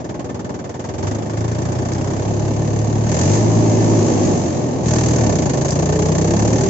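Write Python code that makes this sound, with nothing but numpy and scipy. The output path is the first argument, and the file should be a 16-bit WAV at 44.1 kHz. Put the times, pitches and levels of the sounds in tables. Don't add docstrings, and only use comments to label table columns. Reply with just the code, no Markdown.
import sys
import numpy as np
from scipy import signal
from scipy.fft import rfft, irfft, next_fast_len
from scipy.io import wavfile
from scipy.ndimage import uniform_filter1d

SR = 44100
rng = np.random.default_rng(int(sys.argv[2]) if len(sys.argv) > 2 else 0)


def output_pcm(signal):
    pcm = np.clip(np.atleast_2d(signal).T, -1, 1) * 32767
    wavfile.write(sys.argv[1], SR, np.round(pcm).astype(np.int16))


def magnitude_from_level(level_db):
    exponent = np.asarray(level_db, float) / 20
    return 10 ** exponent


N = 295029

CYLINDERS = [1.5, 0.09, 2.1, 0]
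# begins, done (time [s])
TURN_S = (2.05, 2.35)


def rms_one(x):
    return x / np.sqrt(np.mean(x ** 2) + 1e-20)


def ramp(times, values):
    return np.interp(np.arange(N) / SR, times, values)


def in_time(rows):
    return ramp(*np.transpose(rows))


def at_hz(points, hz):
    table_hz, values = np.transpose(points)
    return np.interp(np.log(hz), np.log(table_hz), values)


def swell(middle, half):
    return np.cos(np.pi / 2 * ramp([middle - half, middle + half], [-1, 1])) ** 2


def drift(rate):
    r = np.exp(-80 * np.pi * rate / SR)
    noise = rng.standard_normal(N // 40 + 2002)
    slow = signal.lfilter([1], [1, -2 * r, r * r], noise)[2000:]
    return np.interp(np.arange(N) / 40, np.arange(len(slow)), rms_one(slow))


def ring(impulses, hz, t60):
    r, w = magnitude_from_level(-60 / (t60 * SR)), 2 * np.pi * hz / SR
    return signal.lfilter([0, np.sin(w)], [1, -2 * r * np.cos(w), r * r], impulses + 1e-18)


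def fade(x, seconds):
    r = np.exp(-1 / (seconds * SR))
    return signal.lfilter([1 - r], [1, -r], x)


def even(power):
    return np.sqrt(power / uniform_filter1d(power, size=SR // 6))


def band(spectrum, low_hz, high_hz):
    def gain(hz):
        edges = (1 + (low_hz / hz) ** 10) * (1 + (hz / high_hz) ** 10)
        return magnitude_from_level(at_hz(spectrum, hz)) / np.sqrt(edges)
    return gain


def ports(layers):
    # (frequency [Hz], share heard alike [0-1])
    likeness = [(50, 1), (120, 0.6), (240, 0.99), (500, 0.36), (1000, 0.36), (2000, 0.24), (4000, 0.11),
                (8000, 0.13)]
    lag_samples, lag_from_hz = 19, 950
    size = next_fast_len(N + 4096)
    hz = np.maximum(np.arange(size // 2 + 1) * SR / size, 1)
    alike = np.clip(at_hz(likeness, hz), 0, 1)
    late = np.exp(-2j * np.pi * hz * lag_samples / SR * (hz > lag_from_hz))
    arrival = np.array([late, np.ones_like(late)])
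    out = 0
    for gate, gain in layers:
        shared, *own = rfft(gate * rng.standard_normal((3, N)), size)
        both = np.sqrt(alike) * shared * arrival + np.sqrt(1 - alike) * np.array(own)
        out = out + rms_one(gain(hz)) * both
    return irfft(out, size)[:, :N]


def firings(turn, spread_db, late=0.0):
    count = np.floor(turn - late).astype(int)
    at = np.flatnonzero(np.diff(count)) + 1
    chance_db = spread_db * rng.standard_normal(400)[count[at]]
    impulses = np.zeros(N)
    impulses[at] = magnitude_from_level(np.array(CYLINDERS)[count[at] % 4] + chance_db)
    return impulses


def knock(turn, spread_db, rise, fall):
    draws = rng.standard_normal((400, 2))
    count = np.floor(turn).astype(int)
    angle = np.clip(turn - count - .04 - .025 * draws[count, 0], 0, 1)
    size = magnitude_from_level(2 * (.25 * np.array(CYLINDERS)[count % 4] + spread_db * draws[count, 1]))
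    pulse = size * (1 - np.exp(-(angle / rise) ** 2)) * np.exp(-(angle / fall) ** 1.19)
    return fade(pulse, .0013) / np.mean(pulse)


def exhaust(turn, rate, lugging):
    # (time [s], level [dB])
    blast = [(0.0, -54.9), (0.85, -52.4), (1.08, -38.5), (1.26, -48.7), (1.4, -38.3), (2.3, -33.5),
             (3.0, -31.9), (3.3, -22.9), (4.05, -24.7), (4.085, -38.6), (4.2, -27.6), (4.6, -38.1),
             (4.84, -36.6), (4.865, -27.0), (5.2, -27.6), (5.55, -37.2), (5.85, -31.1), (6.69, -29.2)]
    # (frequency [Hz], level [dB])
    pipe = [(40, -10.8), (70, 4.1), (90, 9.7), (108, 13.8), (135, 2.8), (160, 0.5), (200, -6.0),
            (330, -11.9)]
    # (multiple of the firing rate, running free [dB], lugging [dB])
    orders = [(2, -5.9, -3.8), (3, -1.6, -3.4), (4, 3.5, -8.5), (5, 0.5, 8.6), (6, 4.5, 8.4)]
    blast_db = in_time(blast)
    levels = []
    for k, free_db, lug_db in orders:
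        shape_db = free_db + (lug_db - free_db) * lugging
        levels.append(blast_db + at_hz(pipe, k * rate) + shape_db)
    fundamental_db = np.maximum(levels[0] - 1.0, levels[1]) - 22
    apart = np.array([[.15], [-.15]])
    note = 0
    for k, level_db in enumerate([fundamental_db] + levels, 1):
        phase = 2 * np.pi * k * (turn - .1) + .5 * k * k + .035 * k * drift(7) + apart
        note = note + np.sqrt(2) * magnitude_from_level(level_db + .4 * drift(6)) * np.cos(phase)
    return note


def evened(x):
    return x / np.sqrt(uniform_filter1d(x ** 2, size=SR // 5) + 1e-9)


def rumble(turn, low_db, high_db, steady_db):
    # (frequency [Hz], level [dB per Hz])
    rumble_colour = [(15, -71), (25, -43.5), (70, -18.5), (81, -13.5), (108, -5), (162, -3.5), (195, -6),
                     (247, -4), (323, -8), (358, -8), (431, -7.5), (690, -9.5), (904, -15.5), (1120, -18.5),
                     (1400, -33), (1820, -67.5), (3080, -120)]
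    # (frequency [Hz], level [dB], t60 [s])
    panels = [(158, -4.5, 0.045), (245, -10, 0.099), (317.8, 2, 0.2), (353.7, 3, 0.17), (386.1, -0.5, 0.22),
              (486.3, 1, 0.22), (550, -6, 0.35), (606.8, 7, 0.14), (716, -9, 0.038), (839, 0.5, 0.099),
              (1075, -12, .08)]
    jolts = .55 * (rng.random((2, N)) < 60 / SR) * rng.standard_normal((2, N))
    struck = []
    for k, (hz, db, t60) in enumerate(panels):
        blows = firings(turn, 2.5, late=1.03 * k) + jolts[k % 2]
        struck.append(magnitude_from_level(db) * ring(blows, hz, t60) * (-1) ** k)
    sides = magnitude_from_level(3.45 * np.array([[-1], [1]]) * (-1) ** np.arange(len(panels)))
    low = magnitude_from_level(low_db - 5) * evened(sides[:, :5] @ struck[:5])
    high = magnitude_from_level(high_db - 4.5) * evened(sides[:, 5:] @ struck[5:])
    no_bass = signal.butter(3, 110, "high", fs=SR, output="sos")
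    radiated = magnitude_from_level(1.5) * signal.sosfilt(no_bass, low + high)
    throb = even(knock(turn, 1.5, .08, .45) + magnitude_from_level(2 * steady_db + 6))
    low_noise = (magnitude_from_level(low_db + 1.5) * np.sqrt(throb), band(rumble_colour, 12, 407))
    high_noise = (magnitude_from_level(high_db + 1.5) * throb, band(rumble_colour, 440, 1300))
    return radiated + ports([low_noise, high_noise])


def block_rings(turn, block_db, top_db, steady_db):
    # (frequency [Hz], level [dB], t60 [s])
    block_modes = [(1540, -3, .04), (1780, 3, .04), (2150, -5, .03), (2700, -8, .025), (4700, -7, .01),
                   (6150, 0, .011), (6650, 0, .01), (7200, -3, .009)]
    blows = (rng.random((2, N)) < 1800 / SR) * rng.standard_normal((2, N))
    volley = knock(turn, 1.0, 0.062, 0.36) * blows
    rings = [magnitude_from_level(db) * ring(volley, hz, t60) for hz, db, t60 in block_modes]
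    clearer_db = ramp(TURN_S, [0, 3])
    block = magnitude_from_level(block_db - 3 + clearer_db) * rms_one(sum(rings[:4]))
    pipes = magnitude_from_level(top_db - 1) * rms_one(sum(rings[4:]))
    return (block + pipes) / np.sqrt(1 + magnitude_from_level(2 * steady_db))


def clatter(turn, block_db, top_db, steady_db):
    # (frequency [Hz], level [dB per Hz])
    beside = [(530, -31.5), (900, 9), (1080, 4.5), (1370, -4), (1530, -3), (1940, -5.5), (2270, -9.5),
              (2610, -14.5), (3660, -17.5), (3870, -20.5), (6530, -13.5), (7650, -15.5), (7870, -21.5),
              (8400, -36), (10900, -68), (18500, -120)]
    # (frequency [Hz], level [dB per Hz])
    ahead = [(530, -21.5), (900, 2.5), (1370, -16), (1730, -13), (2070, -15), (2660, -17.5), (3560, -21.5),
             (4090, -19.5), (5360, -17), (6590, -8.5), (7170, -15), (7580, -12), (7940, -28.5), (8400, -53),
             (10900, -67), (18500, -120)]
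    ticks = (rng.random(N) < 250 / SR) * magnitude_from_level(2.0 * np.minimum(rng.exponential(1, N), 4))
    steady = magnitude_from_level(2 * steady_db) + 0.027 * fade(ticks, 0.0014) / np.mean(ticks)
    shock = knock(turn, .7, .045, .3)
    facing = ramp(TURN_S, [0, np.pi / 2])
    bands = [(1076, 4230, block_db + 5.5), (2700, 4960, block_db - 1.5), (4850, 22000, top_db + 2.5)]
    layers = []
    for low_hz, high_hz, level_db in bands:
        gate = magnitude_from_level(level_db) * even(shock * magnitude_from_level(1.6 * drift(40)) + steady)
        layers.append((gate * np.cos(facing), band(beside, low_hz, high_hz)))
        layers.append((gate * np.sin(facing), band(ahead, low_hz, high_hz)))
    return ports(layers) + block_rings(turn, block_db, top_db, steady_db)


def clicks():
    # (time [s], peak level [dB])
    loose_parts = [
        (1.9335, -16),
        (5.7061, -6.5),
    ]
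    hits = np.zeros(N)
    for s, db in loose_parts:
        hits[round(s * SR)] = magnitude_from_level(db)
    burst = fade(hits, 0.0056) * 0.0072 * SR * rng.standard_normal((2, N))
    bright = signal.butter(2, [4800, 8000], "band", fs=SR, output="sos")
    return magnitude_from_level(-5.5) * signal.sosfilt(bright, burst)


def gears(turn):
    # (middle [s], half length [s], teeth per firing [count], level [dB rms])
    mesh_swells = [(5.5, .2, 10, -33), (5.5, .2, 14, -34), (5.95, .3, 10, -32), (6.0, .19, 14, -24),
                   (6.3, .12, 10, -26), (6.3, .1, 14, -28), (6.56, .2, 10, -25), (6.52, .14, 14, -30)]
    out = 0
    for teeth in (10, 14):
        level = sum(magnitude_from_level(db) * swell(s, half) ** .5 for s, half, count, db in mesh_swells if count == teeth)
        tone = np.sin(2 * np.pi * teeth * turn + .4 * drift(9))
        out = out + np.sqrt(2) * level * magnitude_from_level(1.5 * drift(12)) * tone
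    return out


def scene():
    # (time [s], rate [firings per s])
    speed = [(0.0, 19.84), (0.908, 20.25), (1.133, 26.42), (1.307, 26.89), (1.954, 31.48), (2.276, 35.01),
             (3.026, 36.26), (3.131, 39.35), (3.381, 55.84), (4.106, 54.06), (4.493, 45.33), (4.853, 39.47),
             (5.16, 40.27), (5.497, 25.13), (5.855, 30.03), (6.209, 31.76), (6.466, 36.44), (6.69, 39.49)]
    # (time [s], level [dB])
    injected = [(0, -51), (.76, -50), (.88, -45), (.98, -48), (1.06, -39), (1.13, -42.5), (1.2, -47),
                (1.4, -43.5), (2.0, -42), (3.02, -41.5), (3.16, -30), (3.35, -30), (3.45, -35.5),
                (4.25, -33.5), (4.83, -44.5), (4.87, -30), (5.55, -35.5), (6.69, -33)]
    # (time [s], level [dB])
    shaking = [(0, -31), (.5, -30), (.62, -31.5), (.85, -33), (1.06, -25), (1.2, -28), (1.28, -28.5),
               (2.25, -25), (3.05, -24.5), (3.22, -21), (3.9, -18), (4.31, -18.5), (4.42, -23), (4.83, -23),
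               (5.25, -20), (5.7, -23.5), (6.69, -21)]
    # begins, full, eases, over (time [s])
    lugging_s = (5.2, 5.32, 6.4, 6.6)
    rate = in_time(speed)
    turn = np.cumsum(rate) / SR + .215
    lugging = ramp(lugging_s, [0, 1, 1, 0])
    fuel_db, shake_db = in_time(injected), in_time(shaking)
    fuel, shake = fuel_db + 40, shake_db + 23
    block_db = -43.5 + .66 * fuel + 2 * ramp(TURN_S, [1, 0])
    high_db = -29.5 + .51 * shake + .2 * fuel + 1 * lugging + 1 * swell(5.9, .18)
    top_db = fuel_db + 2.5 * swell(5.71, .09)
    steady_db = np.minimum(-2.5 + 19 * np.log2(rate / 35) - .65 * fuel, 3)
    fired = turn + .0028 * rate
    engine = rumble(fired, shake_db, high_db, steady_db) + clatter(fired, block_db, top_db, steady_db)
    return exhaust(turn, rate, lugging) + engine + clicks() + gears(turn)


def roll_off(x):
    return signal.sosfilt(signal.butter(12, 8560, fs=SR, output="sos"), x)


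def record(dry):
    rounded = 1.2 * np.tanh(dry / 1.2)
    top_cut = signal.cheby2(12, 60, 8750, fs=SR, output="sos")
    return roll_off(signal.sosfilt(top_cut, rounded))


dry = scene()
out = record(dry)
output_pcm(out)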